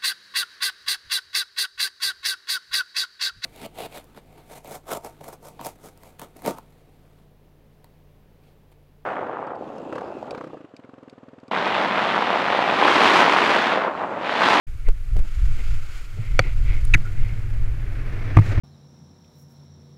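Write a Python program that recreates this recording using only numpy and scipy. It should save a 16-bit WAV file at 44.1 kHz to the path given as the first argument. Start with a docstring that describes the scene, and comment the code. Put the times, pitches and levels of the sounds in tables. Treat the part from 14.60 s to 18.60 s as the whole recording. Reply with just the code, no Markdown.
"""Wind buffets a body-worn camera on an open field: turbulent eddies press on the microphone,
make it crackle and shake the mount, which hums at its resonance. Friction makes cloth swish and
straps rub; hardware clacks in its natural modes and squeaks once as it slips. The rush of air
grows until two heavy knocks set the mount ringing and overload the microphone."""
import sys
import numpy as np
from scipy import signal
from scipy.fft import rfft, irfft
from scipy.io import wavfile
from scipy.ndimage import uniform_filter1d

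SR = 44100
rng = np.random.default_rng(int(sys.argv[2]) if len(sys.argv) > 2 else 0)


def int16_out(signal):
    """Quantize to a 16-bit WAV file."""
    q = np.round(np.clip(np.atleast_2d(signal).T, -1, 1) * 32767)
    wavfile.write(sys.argv[1], SR, q.astype(np.int16))


N = 176400
T = np.arange(N) / SR

# spectra of hiss, light cloth, straps and dull bursts (f/Hz, relative level/dB)
HISS_SPECTRUM = [(2500,-5.5),(12000,-4.5),(15000,-12.5)]
CLOTH_SPECTRUM = [(500,-3),(950,-4.5),(1420,9),(1700,0.5),(2200,6),(3800,-4.5),(4800,-4),(5700,-9),(7100,-6),(8600,-13.5),(15000,-21.5)]
STRAP_SPECTRUM = [(300,-2.5),(950,-8.5),(1450,-5),(1700,-9.5),(2100,8),(2500,0.5),(2850,-7),(5000,-20),(15000,-54)]
BURST_SPECTRUM = [(150,1),(350,4.5),(1500,-17),(12000,-41)]
# envelope of the rustling cloth (t/s, level/dB)
CLOTH_ENVELOPE = [(.4,-58),(.75,-49.5),(1,-47),(1.53,-52),(2.25,-50),(3.65,-63)]
# strokes of cloth and straps (centre t/s, duration/s, level/dB)
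CLOTH_SWIPES = [(1.1,0.13,-49.5),(1.36,0.12,-47),(3.88,0.093,-44.5)]
STRAP_RUBS = [(.273,0.03,-46.5),(1,0.032,-44),(1.66,0.11,-47),(1.85,0.1,-40.5),(2.12,0.092,-39.5),(2.66,0.15,-47.5)]
# dull brushes and soft scuffs of cloth on the housing (centre t/s, duration/s, level/dB)
DULL_BURSTS = [(.289,.008,-30),(.568,0.0099,-31.5),(.595,0.012,-36.5),(.652,0.018,-43.5),(1,0.042,-45),(1.585,0.024,-46),(1.86,.03,-41.5)]
# three sharp microphone crackles in the gusts, then small ticks (t/s, peak level/dB, T60/s)
SHARP_PULSES = [(.288,-21,0.02),(.568,-26,0.0053),(.592,-26,0.0056),(2.348,-13.5,0.0013),(2.38,-30,.004),(3.7713,-24,0.0023),(3.795,-22.5,.002)]
# hardware striking the camera (t/s, peak level/dB)
HARDWARE_IMPACTS = [(1.7921,2),(1.7947,-14)]
# blows on the mount (t/s, mount peak level/dB, housing peak level/dB)
MOUNT_IMPACTS = [(1.794,-13.5,-13.5),(2.348,-9,-30),(3.768,1,-14),(3.7706,-8,-6),(3.7874,-4,-13.5),(3.976,-12,-27.5)]
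# natural modes of the struck bodies (f/Hz, relative level/dB, T60/s)
BUCKLE_MODES = [(1343,0,0.083),(1440,-1,0.19)]
HARDWARE_MODES = [(528,3.5,0.029),(756,-6.5,0.036),(1205,0.5,0.016),(1420,8,0.0088),(1870,4.5,0.013),(2293,5.5,0.015),(3450,-8.5,0.02),(4480,-6,0.026),(5940,-11.5,0.017)]
MOUNT_MODES = [(105.5,9,0.1),(157,-1.5,0.098),(204,-5.5,0.059),(323.8,-8,0.08)]
HOUSING_MODES = [(510,-4,0.02),(678,-5,0.032),(910,-0.5,0.021),(1201,-0.5,0.021),(2136,-4.5,0.018)]
# contact noise of the squeak, clacks and knocks (f/Hz, relative level/dB)
RASP_SPECTRUM = [(400, -14), (1500, 6), (3100, -6.5), (3850, 8), (5100, -16), (6300, 0),
                 (8000, -20), (10500, -21), (12000, -36), (16000, -38)]
CRACK_SPECTRUM = [(2000, -5), (5000, -6), (10000, -24), (16000, -48)]
SCUFF_SPECTRUM = [(2500, 0), (4000, -20.5), (15000, -62)]
# spectra of rushing air and of eddies at the microphone (f/Hz, relative level/dB)
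RUSH_SPECTRUM = [(150,4),(330,7.5),(520,1),(950,-6),(1480,-1),(2250,-1),(3100,-14),(6200,-25),(9000,-55)]
EDDY_SPECTRUM = [(18,2),(28,-5),(62,-14.5),(90,-28.5),(150,-55),(400,-57),(1500,-99.5)]
# envelopes of the rush, and of mount vibration and eddies between gusts (t/s, level/dB)
RUSH_ENVELOPE = [(.1,-57.5),(1.5,-56.5),(2.42,-48.5),(3.1,-47),(3.73,-37),(3.82,-39),(3.93,-33),(4,-36)]
SHAKE_ENVELOPE = [(.3,-41.5),(1.5,-46.5),(1.59,-25.5),(1.7,-38),(2.7,-28.5),(3.5,-33.5),(3.9,-21.5),(3.98,-26.5)]
BREEZE_ENVELOPE = [(.1,-26),(.9,-20.5),(1.55,-29),(1.9,-21),(3.3,-23.5)]
# single lumps of air (centre t/s, duration/s, peak level/dB)
AIR_PULSES = [(0.292,.021,-3.5),(0.603,0.024,-5.5),(2.613,0.0273,-7.5)]
# gusts on the microphone (centre t/s, duration/s, level before saturation/dB)
WIND_GUSTS = [(.57,0.07,-10.5),(.88,0.13,-11.5),(1.13,0.13,-13.5),(1.75,0.08,-14),(2.08,0.29,-13),(2.34,0.088,-8),(3.02,0.14,-15),(3.97,0.03,-15)]


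def undb(db):
    """Amplitude ratio of a level in dB."""
    return 10 ** (np.asarray(db) / 20)


def unit(x):
    """Normalisation to rms 1."""
    return x / np.sqrt(np.mean(x ** 2))


def curve(rows):
    """Amplitude envelope interpolated through (t/s, level/dB)."""
    return undb(np.interp(T, *np.array(rows).T))


def swells(rows):
    """Superposed Gaussian envelopes; each duration spans two standard deviations."""
    return sum(undb(db) * np.exp(-2 * ((T - at) / duration) ** 2) for at, duration, db in rows)


def fade(at, t60):
    """Exponential decay from a sudden onset, by 60 dB in t60 seconds."""
    return (T >= at) * np.exp(-np.log(1000) * np.maximum(T - at, 0) / t60)


def colour(x, spectrum):
    """Spectral shaping by (f/Hz, level/dB), rolled off below 10 Hz; rms 1."""
    hz, db = np.array(spectrum).T
    f = np.maximum(np.arange(N // 2 + 1) * SR / N, 1)
    gain = undb(np.interp(np.log(f), np.log(hz), db))
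    low_cut = np.minimum(f / 10, 1) ** 2
    return unit(irfft(rfft(x) * gain * low_cut, N))


def resonate(x, hz, width_hz):
    """Forced response of a second-order resonator."""
    return signal.lfilter(*signal.iirpeak(hz, hz / width_hz, SR), x)


def noise():
    """White Gaussian noise."""
    return rng.standard_normal(N)


def wander(rate_hz):
    """Band-limited random fluctuation of rms 1."""
    return colour(noise(), [(rate_hz / 10, 0), (rate_hz, 0), (rate_hz * 2, -80)])


def grainy_noise(depth_db, rate_hz):
    """Random amplitude modulation breaks noise into grains."""
    return noise() * undb(depth_db * wander(rate_hz))


def steady(x, window_s):
    """Division by the running rms evens out slow swells and leaves quick fluctuations."""
    power = uniform_filter1d(x ** 2, int(window_s * SR))
    return x / np.sqrt(power + 1e-3)


def ring(at, modes):
    """Free vibration after an impact: damped modes of alternating sign superpose; peak 1."""
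    age = np.arange(SR // 2) / SR
    y = sum((-1) ** k * undb(db - 60 * age / t60) * np.sin(2 * np.pi * hz * age)
            for k, (hz, db, t60) in enumerate(modes))
    return np.concatenate([np.zeros(int(at * SR)), y / np.abs(y).max(), np.zeros(N)])[:N]


def hiss(level_db=-64):
    """Stationary broadband noise forms a faint floor."""
    return undb(level_db) * colour(noise(), HISS_SPECTRUM)


def cloth():
    """Sliding friction: cloth and straps catch and slip in tiny grains."""
    swish = colour(grainy_noise(depth_db=1.2, rate_hz=34), CLOTH_SPECTRUM)
    swish *= np.hypot(curve(CLOTH_ENVELOPE), swells(CLOTH_SWIPES))
    rubs = swells(STRAP_RUBS) * colour(grainy_noise(depth_db=2.5, rate_hz=182), STRAP_SPECTRUM)
    return swish + rubs


def dull_bursts():
    """Short noise bursts: cloth brushes and scuffs dully against the housing."""
    return swells(DULL_BURSTS) * colour(noise(), BURST_SPECTRUM)


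def crackles_and_ticks(link_db=-33):
    """Transients: microphone crackle under wind pressure, later dry ticks and one of a metal link."""
    snaps = sum(undb(db) * fade(at, t60) for at, db, t60 in SHARP_PULSES)
    link = unit(resonate(noise(), hz=9330, width_hz=933)) * fade(at=2.2518, t60=0.011)
    return snaps + undb(link_db) * link


def buckle(peak_db=-34):
    """Two lightly damped modes of a buckle ring once."""
    return undb(peak_db) * ring(at=2.452, modes=BUCKLE_MODES)


def squeak(at=2.3374, start_hz=2494, sag_per_s=10.4, level_db=-9.5):
    """Friction of hardware slipping under load: two fluttering tones sag in pitch over a rasp."""
    age = np.maximum(T - at, 0)

    def envelope(t60, attack_s=0.0021, hold_s=0.011):
        return np.minimum(age / attack_s, 1) * undb(-60 * np.maximum(age - hold_s, 0) / t60)

    hz = start_hz * np.exp(-sag_per_s * age) * (1 + 0.049 * wander(rate_hz=490))
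    phase = 2 * np.pi * np.cumsum(hz) / SR
    tones = np.sin(phase) + undb(-8) * np.sin(0.75 * phase)  # a fourth apart
    flutter = 1 + 0.59 * np.tanh(wander(rate_hz=273))
    rasp = undb(-13) * colour(noise(), RASP_SPECTRUM)
    return undb(level_db) * (tones * flutter * envelope(t60=0.03) + rasp * envelope(t60=0.012))


def clacks():
    """Impulsive excitation: hard contacts ring the hardware's modes with a bright crack."""
    crack = undb(-16) * colour(noise(), CRACK_SPECTRUM)
    return sum(undb(db) * (ring(at, HARDWARE_MODES) + crack * fade(at, t60=0.014))
               for at, db in HARDWARE_IMPACTS)


def knocks():
    """Modal response to dull blows: the mount booms, and the housing rattles with a scuff."""
    scuff = undb(-16) * colour(noise(), SCUFF_SPECTRUM)
    blows = np.zeros(N)
    for at, mount_db, housing_db in MOUNT_IMPACTS:
        rattle = ring(at, HOUSING_MODES) + scuff * fade(at, t60=0.04)
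        blows += undb(mount_db) * ring(at, MOUNT_MODES) + undb(housing_db) * rattle
    return blows


def air_rush():
    """Broadband flow noise flickers as it grows."""
    return colour(grainy_noise(depth_db=1.42, rate_hz=37.5), RUSH_SPECTRUM) * curve(RUSH_ENVELOPE)


def mount_hum(hz=103, width_hz=17.5, coupling_db=-18.5):
    """Forced vibration: shaken at random, the mount hums at its resonance, louder in gusts."""
    vibration = resonate(resonate(noise(), hz, width_hz), hz, 2 * width_hz)
    drive = np.hypot(curve(SHAKE_ENVELOPE), undb(coupling_db) * swells(WIND_GUSTS))
    return steady(unit(vibration), window_s=0.075) * drive


def air_pulses():
    """Bipolar pressure pulses: each lump of air pulls, then pushes on the microphone."""
    pressure = np.zeros(N)
    for at, duration, db in AIR_PULSES:
        u = 2 * (T - at) / duration
        pressure += undb(db) * u * np.exp((1 - u ** 2) / 2)
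    return pressure


def wind_buffeting(ceiling=0.5):
    """Turbulent pressure on the microphone: breeze and gusts add in power; strong eddies saturate."""
    eddies = steady(colour(noise(), EDDY_SPECTRUM), window_s=0.071)
    strength = np.hypot(swells(WIND_GUSTS), curve(BREEZE_ENVELOPE))
    return ceiling * np.tanh(eddies * strength / ceiling)


def scene():
    """Superposition of hiss, wind, gear sounds and microphone crackle in one channel."""
    floor = hiss()
    wind = wind_buffeting() + mount_hum() + air_rush() + air_pulses()
    rustle = cloth()
    transients = dull_bursts() + clacks() + knocks() + buckle() + crackles_and_ticks() + squeak()
    return (floor + wind + rustle + transients)[None]


def record(dry, start_s=0.067, rise_s=0.0062, cutoff_hz=15600):
    """Clipping and band limiting: after a short silence the sound sets in, overloads at full scale and loses
    the top."""
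    opened = np.clip((T - start_s) / rise_s, 0, 1)
    low_pass = signal.ellip(8, 0.2, 70, cutoff_hz, fs=SR, output="sos")
    return signal.sosfilt(low_pass, np.clip(dry * opened, -1, 1))


dry = scene()
out = record(dry)
int16_out(out)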